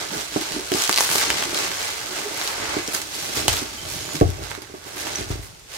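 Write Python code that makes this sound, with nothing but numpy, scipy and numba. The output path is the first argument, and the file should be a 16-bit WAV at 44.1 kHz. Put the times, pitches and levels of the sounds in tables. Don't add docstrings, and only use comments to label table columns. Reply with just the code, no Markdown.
import sys
import numpy as np
from scipy import signal
from scipy.fft import rfft, irfft
from scipy.io import wavfile
from scipy.ndimage import uniform_filter1d
from numba import njit

SR = 44100
rng = np.random.default_rng(int(sys.argv[2]) if len(sys.argv) > 2 else 0)


def output_pcm(signal):
    pcm = np.clip(np.atleast_2d(signal).T, -1, 1) * 32767
    wavfile.write(sys.argv[1], SR, np.round(pcm).astype(np.int16))


def voltage_ratio(decibels):
    exponent = np.asarray(decibels, float) / 20
    return 10 ** exponent


N = 254456


def along(table, t):
    s, *columns = np.transpose(table)
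    return [np.interp(t, s, c) for c in columns]


def colour_db(spectrum, hz):
    f, db = np.transpose(spectrum)
    return np.interp(np.log(np.maximum(hz, 1)), np.log(f), db)


def unit(x):
    return x / np.sqrt(np.mean(x ** 2))


def above(x, hz):
    return signal.sosfilt(signal.butter(2, hz, "high", fs=SR, output="sos"), x)


def swells(t, start, hold, db, rise, fall):
    since = t[:, None] - start
    return voltage_ratio(2 * (db + rise * np.minimum(since, 0) - fall * np.maximum(since - hold, 0)))


@njit
def ring(n, start, turn, fade, size):
    out = np.zeros(n)
    for k in range(len(start)):
        i = int(start[k]) + 1
        p = np.exp(1j * turn[k] - fade[k])
        z = size[k] * p ** (i - start[k])
        for j in range(max(i, 0), min(n, i + int(7 / fade[k]))):
            out[j] += z.imag
            z *= p
    return out


def swings(s, hz, t60, db, pan_db, lag):
    turn = 2 * np.pi * np.minimum(hz, .38 * SR) / SR
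    fade = np.log(1000) / (np.maximum(t60, 1e-4) * SR)
    size = voltage_ratio(db) * (-1.) ** np.arange(len(s))
    return np.array([ring(N, s * SR + side * lag / 2, turn, fade, size * voltage_ratio(side * pan_db / 2))
                     for side in (1., -1.)])


def body(x, modes, stretch=1):
    t = np.arange(SR // 5) / SR
    response = 0
    for k, (hz, db, t60) in enumerate(modes):
        decay = 1000. ** (-t / (t60 * stretch))
        response = response + (-1) ** k * voltage_ratio(db) * np.sin(2 * np.pi * hz * t) * decay
    return signal.fftconvolve(x, response)[:len(t) if len(x) < SR else N]


def chatter(table, spread):
    out = 0
    for s, length, hz, db, ring_s in table:
        when, size, tune = rng.random((30, 3)).T
        taps = swings(s + length * when ** 1.2, hz * (1 + spread * (tune - .5)), ring_s + 0 * when,
                      -8 * size, -2.5 + 0 * when, 1.5 + 0 * when)
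        out = out + voltage_ratio(db) * taps / np.std(taps[:, int(s * SR):int((s + length) * SR)])
    return out


# [f/Hz, density/dB]
SHOP_SPECTRUM = [(33, -15), (52, -1), (153, -5.5), (189, -17), (437, -13), (1040, -19.5), (6380, -18),
                 (13700, -30), (16000, -44)]
SHOP_DB = -46.5


def shop():
    hz = np.fft.rfftfreq(N, 1 / SR)
    mid, side = rfft(rng.standard_normal((2, N))) * voltage_ratio(colour_db(SHOP_SPECTRUM, hz))
    side = side * np.minimum(hz / 250, 1)
    return unit(irfft(np.array([mid + side, mid - side]), N)) * voltage_ratio(SHOP_DB)


# [f/Hz, density/dB]
FILM_SPECTRUM = [(290, -48), (500, 8), (933, -7.5), (1140, 2.5), (2540, 1.5), (3060, 0), (3650, 3),
                 (6330, 3), (12500, -2), (15100, -10), (16000, -24)]
# [t/s, resting rustle/dB, left minus right/dB, large folds/dB]
HAND = [(0.0, -34.5, -3.5, -5.5), (0.25, -31.5, -4, -10), (0.65, -31, -1.5, -7.5), (0.9, -26.5, -1, -12.5),
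        (1.4, -26, -0.5, -7), (1.7, -25.5, -1.5, -7.5), (2.05, -28.5, -2.5, -6), (2.38, -28.5, -2, -6.5),
        (2.75, -30.5, -2, -2), (3.07, -32, -2.5, -10.5), (3.4, -29, -1.5, -10.5), (3.7, -32.5, -2, -8.5),
        (4.02, -29, -3.5, -13), (4.35, -37.5, -4, -5.5), (4.68, -46.5, -7, -2), (5.15, -38.5, -2, -8),
        (5.6, -54, -5.5, -5), (5.77, -55, -3, -10)]
# [start/s, hold/s, level/dB, fine creases/dB]
TUGS = [(0.0, .02, -25.5, -17.5), (0.132, 0.078, -26.5, -12.5), (0.34, 0.22, -27.5, -16.5),
        (0.753, 0.095, -21, -11), (0.845, .03, -26.5, -13), (0.999, 0.043, -21, -4), (1.045, .01, -23, -15),
        (1.215, 0.034, -23, -31), (1.326, .04, -30, -16), (1.12, 0.1, -20.5, -3), (1.25, 0.041, -24, -23),
        (1.377, 0.022, -21.5, -19), (1.55, 0.091, -23, -16), (1.804, 0.09, -27.5, -13),
        (2.163, 0.031, -27.5, -15), (2.373, 0.13, -27, -11), (2.565, 0.22, -28.5, -20.5),
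        (2.943, 0.0048, -25, -0.5), (3.0, 0.016, -44, -25), (3.145, 0.21, -27.5, -11.5),
        (3.37, 0.014, -19.5, -11), (3.527, 0.052, -23.5, -12), (3.898, 0.054, -32, -4),
        (4.136, 0.021, -29.5, -9.5), (4.433, .03, -35.5, -12), (4.5, 0.013, -33.5, -14),
        (4.746, 0.0089, -47.5, -4), (4.868, 0.037, -37.5, -10), (4.972, 0.045, -29, -8),
        (5.061, 0.15, -28, -15), (5.306, 0.014, -31, -12), (5.43, 0.018, -40.5, -4),
        (5.739, 0.091, -30.5, -13)]
TUG_RISE_DB_S, TUG_FALL_DB_S, REST_FINE_DB = 276, 159, -13
AFTER_DB, AFTER_FALL_DB_S = -14, 350
CREASES_PER_S = 4000


def crinkle():
    count = int(CREASES_PER_S * N / SR)
    when, strength, place = rng.random((count, 3)).T
    patch, cycles, late = rng.random((count, 4, 3)).T
    s = when * N / SR
    rest_db, pan_db, fold_db = along(HAND, s)
    start, hold, tug_db, tug_fine_db = np.transpose(TUGS)
    tugs = swells(s, start, hold, tug_db, TUG_RISE_DB_S, TUG_FALL_DB_S)
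    buckle_s, buckle_db = np.transpose([row[:2] for row in SNAPS + TICKS])
    after = swells(s, buckle_s + .002, 0, buckle_db + AFTER_DB, 1e5, AFTER_FALL_DB_S)
    rest = voltage_ratio(2 * rest_db) + after.sum(axis=1)
    power = rest + tugs.sum(axis=1)
    level_db = 10 * np.log10(power)
    fine_db = (rest * REST_FINE_DB + tugs @ tug_fine_db) / power
    hz = 450 * (16000 / 450) ** patch
    tilt_db = np.where(hz < 2500, fold_db + 8.5, np.where(hz > 8000, fine_db + 8.0, 0))
    db = level_db + tilt_db + colour_db(FILM_SPECTRUM, hz) + 20 * np.log10(hz / 4000)
    db = db - 1.5 * np.log(strength + 0.17) - 4.0
    t60 = (4.5 + 5 * cycles) / hz
    lag = 18 + 60 * (place - .5)
    return swings((s + 0.001143 * late).ravel(), hz.ravel(), t60.ravel(), db.ravel(),
                  np.tile(pan_db + 5 * (place - .5), 4), np.tile(lag, 4))


# [start/s, hold/s, case/dB, bench/dB]
SHOVES = [(0.0, 0.01, -40, -29), (0.14, 0.017, -36.5, -52), (0.53, 0.052, -39.5, -48),
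          (1.116, 0.045, -42, -31.5), (1.277, 0.054, -33.5, -24), (1.456, 0.2, -36, -35),
          (1.854, 0.046, -48, -29), (2.15, 0.16, -38.5, -56), (2.605, 0.16, -38.5, -29),
          (2.955, 0.032, -42, -34), (3.21, 0.13, -42, -40), (3.42, .03, -33.5, -26),
          (3.502, 0.034, -34, -23), (3.805, 0.054, -45, -50), (3.96, 0.018, -41, -19.5),
          (4.14, 0.032, -37, -44), (4.397, 0.017, -39, -18), (4.73, 0.11, -51, -60),
          (5.03, 0.068, -38, -31), (5.192, 0.14, -42.5, -23)]
SHOVE_RISE_DB_S, SHOVE_FALL_DB_S = 68, 82
# [f/Hz, level/dB, ring/s]
CASE = [(151, -12.5, 0.12), (214, 0, 0.049), (245, 3, 0.049), (300, 6.5, 0.03), (339, 1, 0.083),
        (385, -3.5, 0.13), (450, 10, 0.019), (463, 4.5, 0.022), (618, -0.5, 0.052), (692, -11.5, 0.15),
        (774, -6, 0.16), (840, -7.5, 0.024), (1140, -12, 0.12)]
# [f/Hz, level/dB, ring/s]
BENCH = [(85.8, -2, 0.33), (118, 0.5, 0.072), (57, 3.5, 0.28), (150, -7, 0.1)]
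# [f/Hz, level/dB, ring/s]
CUSHION = [(160, -4.5, 0.11), (207, -3.5, 0.055), (270, 2, 0.045), (320, 3.5, 0.043)]


def drag():
    t, coarse = np.arange(N) / SR, np.arange(0, N / SR, .002)
    start, hold, *levels = np.transpose(SHOVES)
    gains = []
    for db in levels:
        power = swells(coarse, start, hold, db, SHOVE_RISE_DB_S, SHOVE_FALL_DB_S).sum(axis=1)
        gains.append(np.interp(t, coarse, np.sqrt(power)))
    case_gain, bench_gain = gains
    slips = (rng.random(N) < .03) * rng.standard_normal(N) * rng.exponential(1, N)
    case = unit(above(body(slips, CASE, 0.72), 124)) * case_gain * voltage_ratio(0.5)
    case = case + unit(body(slips[::-1], CUSHION)) * case_gain * voltage_ratio(-8.0)
    bench = unit(body(rng.standard_normal(N), BENCH, 0.35)) * bench_gain * voltage_ratio(-19.5)
    return np.array([voltage_ratio(-5.5) * np.roll(case, 20), voltage_ratio(1.0) * case]), bench


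# [t/s, peak/dB, f/Hz, flap/dB, flap f/Hz]
SNAPS = [(0.2085, -21.5, 6510, -22, 2040), (0.3605, -28, 3930, -4, 720), (0.412, -17, 4150, -25, 1930),
         (0.7176, -12.5, 3180, -12, 2000), (0.7551, -23, 6260, -7, 899), (0.893, -7.5, 6800, -10, 1340),
         (0.97, -13, 3500, -21, 1780), (0.984, -6, 4630, -18, 1200), (1.0059, -4.5, 6200, -16, 1050),
         (1.0902, -17, 4440, -8, 1670), (1.114, -11, 5120, -17, 1520), (1.1532, -14.5, 4470, -11, 1090),
         (1.2124, -13.5, 5400, -13.5, 1540), (1.3018, -6.5, 2980, -13, 1770),
         (1.424, -15.5, 3240, -9.5, 1720), (1.715, -22.5, 2670, -7, 1820),
         (2.4131, -16.5, 4020, -9.5, 1940), (2.7392, -31, 3270, -2, 1330), (3.48, -3, 3000, -15.5, 890),
         (4.0894, -27, 7000, -8, 1890), (4.2099, -21.5, 1970, -9, 1300), (4.514, -31, 3220, 2, 1830),
         (4.5495, -25.5, 3930, -6.5, 2110), (5.069, -24.5, 2760, -7, 1140)]
# [t/s, peak/dB, f/Hz, left minus right/dB]
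TICKS = [(0.5205, -20, 4230, -10), (0.7997, -18, 3360, 4), (0.83, -20, 3200, -2), (0.876, -14, 6340, -10),
         (0.9034, -24, 6240, -4), (0.912, -11, 7030, 4), (0.9265, -8, 4670, -3), (0.9417, -10.5, 4030, 1),
         (0.9603, -7.5, 4760, -2), (0.975, -3.5, 4550, 2), (1.124, -30, 2960, 2), (1.1813, -7.5, 6660, -2),
         (1.437, -13.5, 3170, 1), (1.5448, -14, 4870, -4), (1.587, -16, 6240, 0), (1.8153, -18, 2950, -2),
         (2.173, -26, 4290, 7), (2.4749, -14, 6380, -7), (2.876, -15, 5830, -1), (2.9436, -15, 4680, 0),
         (2.9476, -13, 5000, -12), (3.016, -16.5, 6600, -4), (3.1365, -24, 2750, -1),
         (3.3558, -19, 6700, -4), (3.4797, -7, 10500, -4), (3.4823, -7, 6300, -3), (3.528, -12, 6500, 3),
         (3.5308, -12, 6500, 4), (3.5352, -17, 6400, 0), (3.568, -13.5, 3960, -1), (4.154, -17, 7000, 3),
         (4.4365, -28, 5100, -13), (4.619, -25, 11000, -8), (5.155, -29, 6050, -9)]
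# [t/s, peak/dB, f/Hz, left minus right/dB]
FLICKS = [(0.0126, -25, 5170, -8), (0.0701, -29, 4820, -8), (0.3533, -36, 3880, -5), (0.596, -24, 5000, -5),
          (0.6083, -22, 5000, -6), (0.6887, -26, 4570, 3), (0.738, -13.5, 5230, 6),
          (0.8208, -8.5, 6370, -3), (0.8372, -10, 6200, 4), (1.101, -9, 6980, -1), (1.1567, -8, 7320, 2),
          (1.5748, -15.5, 4300, 4), (2.06, -21, 6460, -5), (4.166, -21.5, 5680, -10),
          (4.2003, -20, 6890, -2), (4.302, -23, 6800, -4), (4.5072, -25, 9910, -7), (4.624, -32, 12490, -7),
          (4.84, -32, 4740, -6), (5.5479, -39, 4310, 4), (5.5949, -40, 9800, -16)]
TICK_FLAP_DB, TICK_FLAP_SHARE = -55, 0.15


def snaps():
    rows = [tuple(row) + tuple(along(HAND, row[0])[1:2]) for row in SNAPS]
    rows += [(s, db, hz, TICK_FLAP_DB, hz * TICK_FLAP_SHARE, pan) for s, db, hz, pan in TICKS + FLICKS]
    s, peak_db, hz, low_db, low_hz, pan_db = np.transpose(rows)
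    patch, late = rng.random((len(s), 24, 2)).T
    patch = (np.arange(24)[:, None] + patch) / 24
    s = s + 0.00071
    spray_hz = 1500 * 10 ** patch
    spray_db = peak_db + colour_db(FILM_SPECTRUM, spray_hz) + 19 * np.log10(spray_hz / 4000) - 8.0
    spray = swings((s + 0.00105 * late ** 1.366).ravel(), spray_hz.ravel(), 6 / spray_hz.ravel(),
                   spray_db.ravel(), np.tile(pan_db, 24), 12 + 22 * (late.ravel() - .5))
    lag = 5 + 0 * s
    own = swings(s + 0.000473, hz, 16 / hz, peak_db + 1.5, pan_db, lag / 3)
    flap = sum(swings(s + 0.00074, low_hz * ratio, 5 / low_hz, peak_db + low_db + db, pan_db, lag)
               for ratio, db in ((0.94, 17.5), (1.65, -31), (1.99, -35)))
    return spray + own + flap


# [t/s, peak/dB, f/Hz]
THUMPS = [(0.11, -26, 200), (0.161, -29, 240), (0.356, -18, 204), (0.557, -27, 269), (0.713, -21, 269),
          (0.744, -23, 269), (0.887, -24, 203), (1.092, -28, 157), (1.147, -24, 270), (1.293, -43, 269),
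          (1.667, -38, 151), (2.198, -36, 172), (2.262, -40, 264), (2.76, -31, 272), (3.216, -33, 151),
          (3.341, -30, 237), (3.478, -34, 140), (3.615, -24, 245), (3.742, -34, 234), (3.82, -34, 153),
          (3.952, -27.5, 161), (4.149, -23, 151), (4.21, -16, 137), (4.248, -15.5, 146), (4.385, -28, 134),
          (5.064, -32, 269), (5.182, -30, 201), (5.297, -42, 121), (5.526, -38, 151)]
THUMP_CYCLES, THUMP_DB = 18, 0.5


def thumps():
    s, db, hz = np.transpose(THUMPS)
    blows = swings(s + 0.0047, hz, THUMP_CYCLES / hz, db + THUMP_DB, -2.5 + 0 * s, 6 + 0 * s)
    return above(above(uniform_filter1d(blows, size=40, axis=1), 123), 123)


# [t/s, case peak/dB, bench peak/dB, struck panel f/Hz]
BUMPS = [(0.162, -22, -42, 330), (0.359, -8, -44, 328.6), (0.512, -25, -51, 296), (0.562, -19.5, -47, 280),
         (0.715, -11.5, -44, 367), (0.745, -12.5, -50, 347), (0.89, -17, -51, 360),
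         (1.003, -25.5, -53, 463), (1.153, -16.5, -54, 356), (1.416, -29, -53, 350),
         (2.765, -11.5, -56, 332), (2.881, -20, -57, 450), (2.946, -27, -53, 400), (3.368, -21.5, -28, 450),
         (3.48, -40, -19, 385), (3.615, -23, -33.5, 385), (4.145, -23, -42, 260), (4.21, -1.5, -9, 451),
         (4.254, -49, -14, 350), (4.287, -23, -25, 415), (4.575, -27.5, -67, 395), (4.738, -23.5, -57, 380),
         (5.186, -25, -31, 385), (5.301, -19, -17, 356), (5.39, -32, -29, 339), (4.369, -40, -55, 367),
         (4.618, -34, -60, 385), (4.696, -33, -60, 428), (4.858, -34, -60, 396), (4.962, -29, -50, 360),
         (5.0, -36, -55, 374), (5.048, -32, -55, 303), (5.206, -23, -30, 385), (5.325, -42, -39, 360),
         (5.353, -27, -38, 338), (5.437, -49, -45, 410), (5.487, -43, -40, 345)]
# [f/Hz, level/dB, ring/s]
KNOCK = [(295.4, 3.5, 0.022), (605, 0, 0.014)]
HELD_RING = 0.88
DEEP_DB, DEEP_PER_BENCH_DB = 21, 2.5


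def bumps():
    cases, benches = np.zeros((2, 2, N + SR))
    push = np.hanning(30)
    for s, case_db, bench_db, panel_hz in BUMPS:
        spot_db = 1.5 * rng.standard_normal(len(CASE))
        deep_db = DEEP_DB + DEEP_PER_BENCH_DB * bench_db
        modes = [(f, db + u + deep_db * (f < 270), t) for (f, db, t), u in zip(CASE, spot_db)]
        modes.append((panel_hz, 5.5, .06))
        blow = sum(body(push, [mode]) for mode in KNOCK)
        case = above(body(push, modes, HELD_RING) - blow, 130)
        bench = body(np.hanning(130), BENCH)
        case = case * voltage_ratio(case_db) / np.abs(case).max()
        bench = bench * voltage_ratio(bench_db - 1.0) / np.abs(bench).max()
        i = int((s + 0.00157) * SR)
        cases[0, i + 20:i + 20 + len(case)] += voltage_ratio(-1.0) * case
        cases[1, i:i + len(case)] += voltage_ratio(1.5) * case
        benches[:, i - 150:i - 150 + len(case)] += bench
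    return cases[:, :N], benches[:, :N]


# [t/s, length/s, f/Hz, level/dB, ring/s]
RUBS = [
    (.315, .03, 302, -43.5, 0.057),
    (.5, .03, 320, -42, .05),
    (.775, .03, 340, -38.5, .05),
    (.375, 0.058, 321, -32, 0.19),
    (.54, 0.058, 300, -36.5, 0.12),
    (.565, 0.034, 386, -35, 0.071),
    (1.42, .11, 336, -37, 0.13),
    (2.1, 0.034, 379, -38.5, 0.068),
    (2.25, 0.056, 415, -35.5, 0.11),
    (2.78, 0.029, 340, -33.5, 0.11),
]


def rubs():
    return chatter(RUBS, 0.03)


# [t/s, length/s, f/Hz, level/dB, ring/s]
TINKLES = [
    (1.007, .006, 6190, -26, .1),
    (1.3025, .004, 3060, -24, .055),
    (4.0, .05, 6600, -46, .05),
    (5.156, .002, 6090, -21, .012),
]


def tinkles():
    return chatter(TINKLES, .0015)


# [start/s, length/s, f/Hz, level/dB]
SQUEAKS = [
    (3.775, 0.069, 3100, -38),
    (3.88, 0.28, 3080, -45),
    (4.0, 0.2, 6970, -39.5),
]


def squeaks():
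    t, out = np.arange(N) / SR, 0
    for s, length, hz, db in SQUEAKS:
        waver = uniform_filter1d(uniform_filter1d(rng.standard_normal((2, N)), size=400), size=400)
        waver = waver / waver.std()
        shape = np.sqrt(np.sin(np.pi * np.clip((t - s) / length, 0, 1)) + 1e-12)
        tone = np.sin(2 * np.pi * np.cumsum(hz * (1 + 0.0061 * waver[1])) / SR)
        out = out + voltage_ratio(db + 4.8 * waver[0]) * shape * tone
    return out * voltage_ratio(np.array([[-1.2], [1.2]]))


ROOM_T60_S, ROOM_DB = .17, -8


def room(x):
    t = np.arange(SR // 3) / SR
    decay = 1000. ** (-t / ROOM_T60_S) + 2.56 * np.exp(-t / 0.0014)
    echoes = rng.standard_normal((2, len(t))) * decay * (t > .0015)
    echoes = signal.lfilter([1], [1, -.3], echoes)
    echoes = echoes / np.sqrt(np.sum(echoes ** 2, axis=1, keepdims=True))
    return x + voltage_ratio(ROOM_DB) * signal.fftconvolve(x, echoes, axes=1)[:, :N]


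def scene():
    case_rub, bench_rub = drag()
    case_hits, bench_hits = bumps()
    film = above(above(crinkle() + snaps() + tinkles() + squeaks(), 170), 356)
    bench = above(above(bench_hits + bench_rub, 56), 49)
    bench = bench * voltage_ratio(np.array([[-1.1], [1.1]])) + room(bench) - bench
    case = case_hits + thumps() + case_rub + rubs()
    case = case + voltage_ratio(-2.0) * (room(case) - case)
    return shop() + room(film) + case + voltage_ratio(3.5) * bench


def top_cut(x):
    return signal.sosfilt(signal.butter(12, 16460, fs=SR, output="sos"), x)


def record(dry):
    top = signal.ellip(8, .2, 70, 15700, fs=SR, output="sos")
    clipped = np.clip(dry, -.87, .87)
    return top_cut(signal.sosfilt(top, clipped))


dry = scene()
out = record(dry)
output_pcm(out)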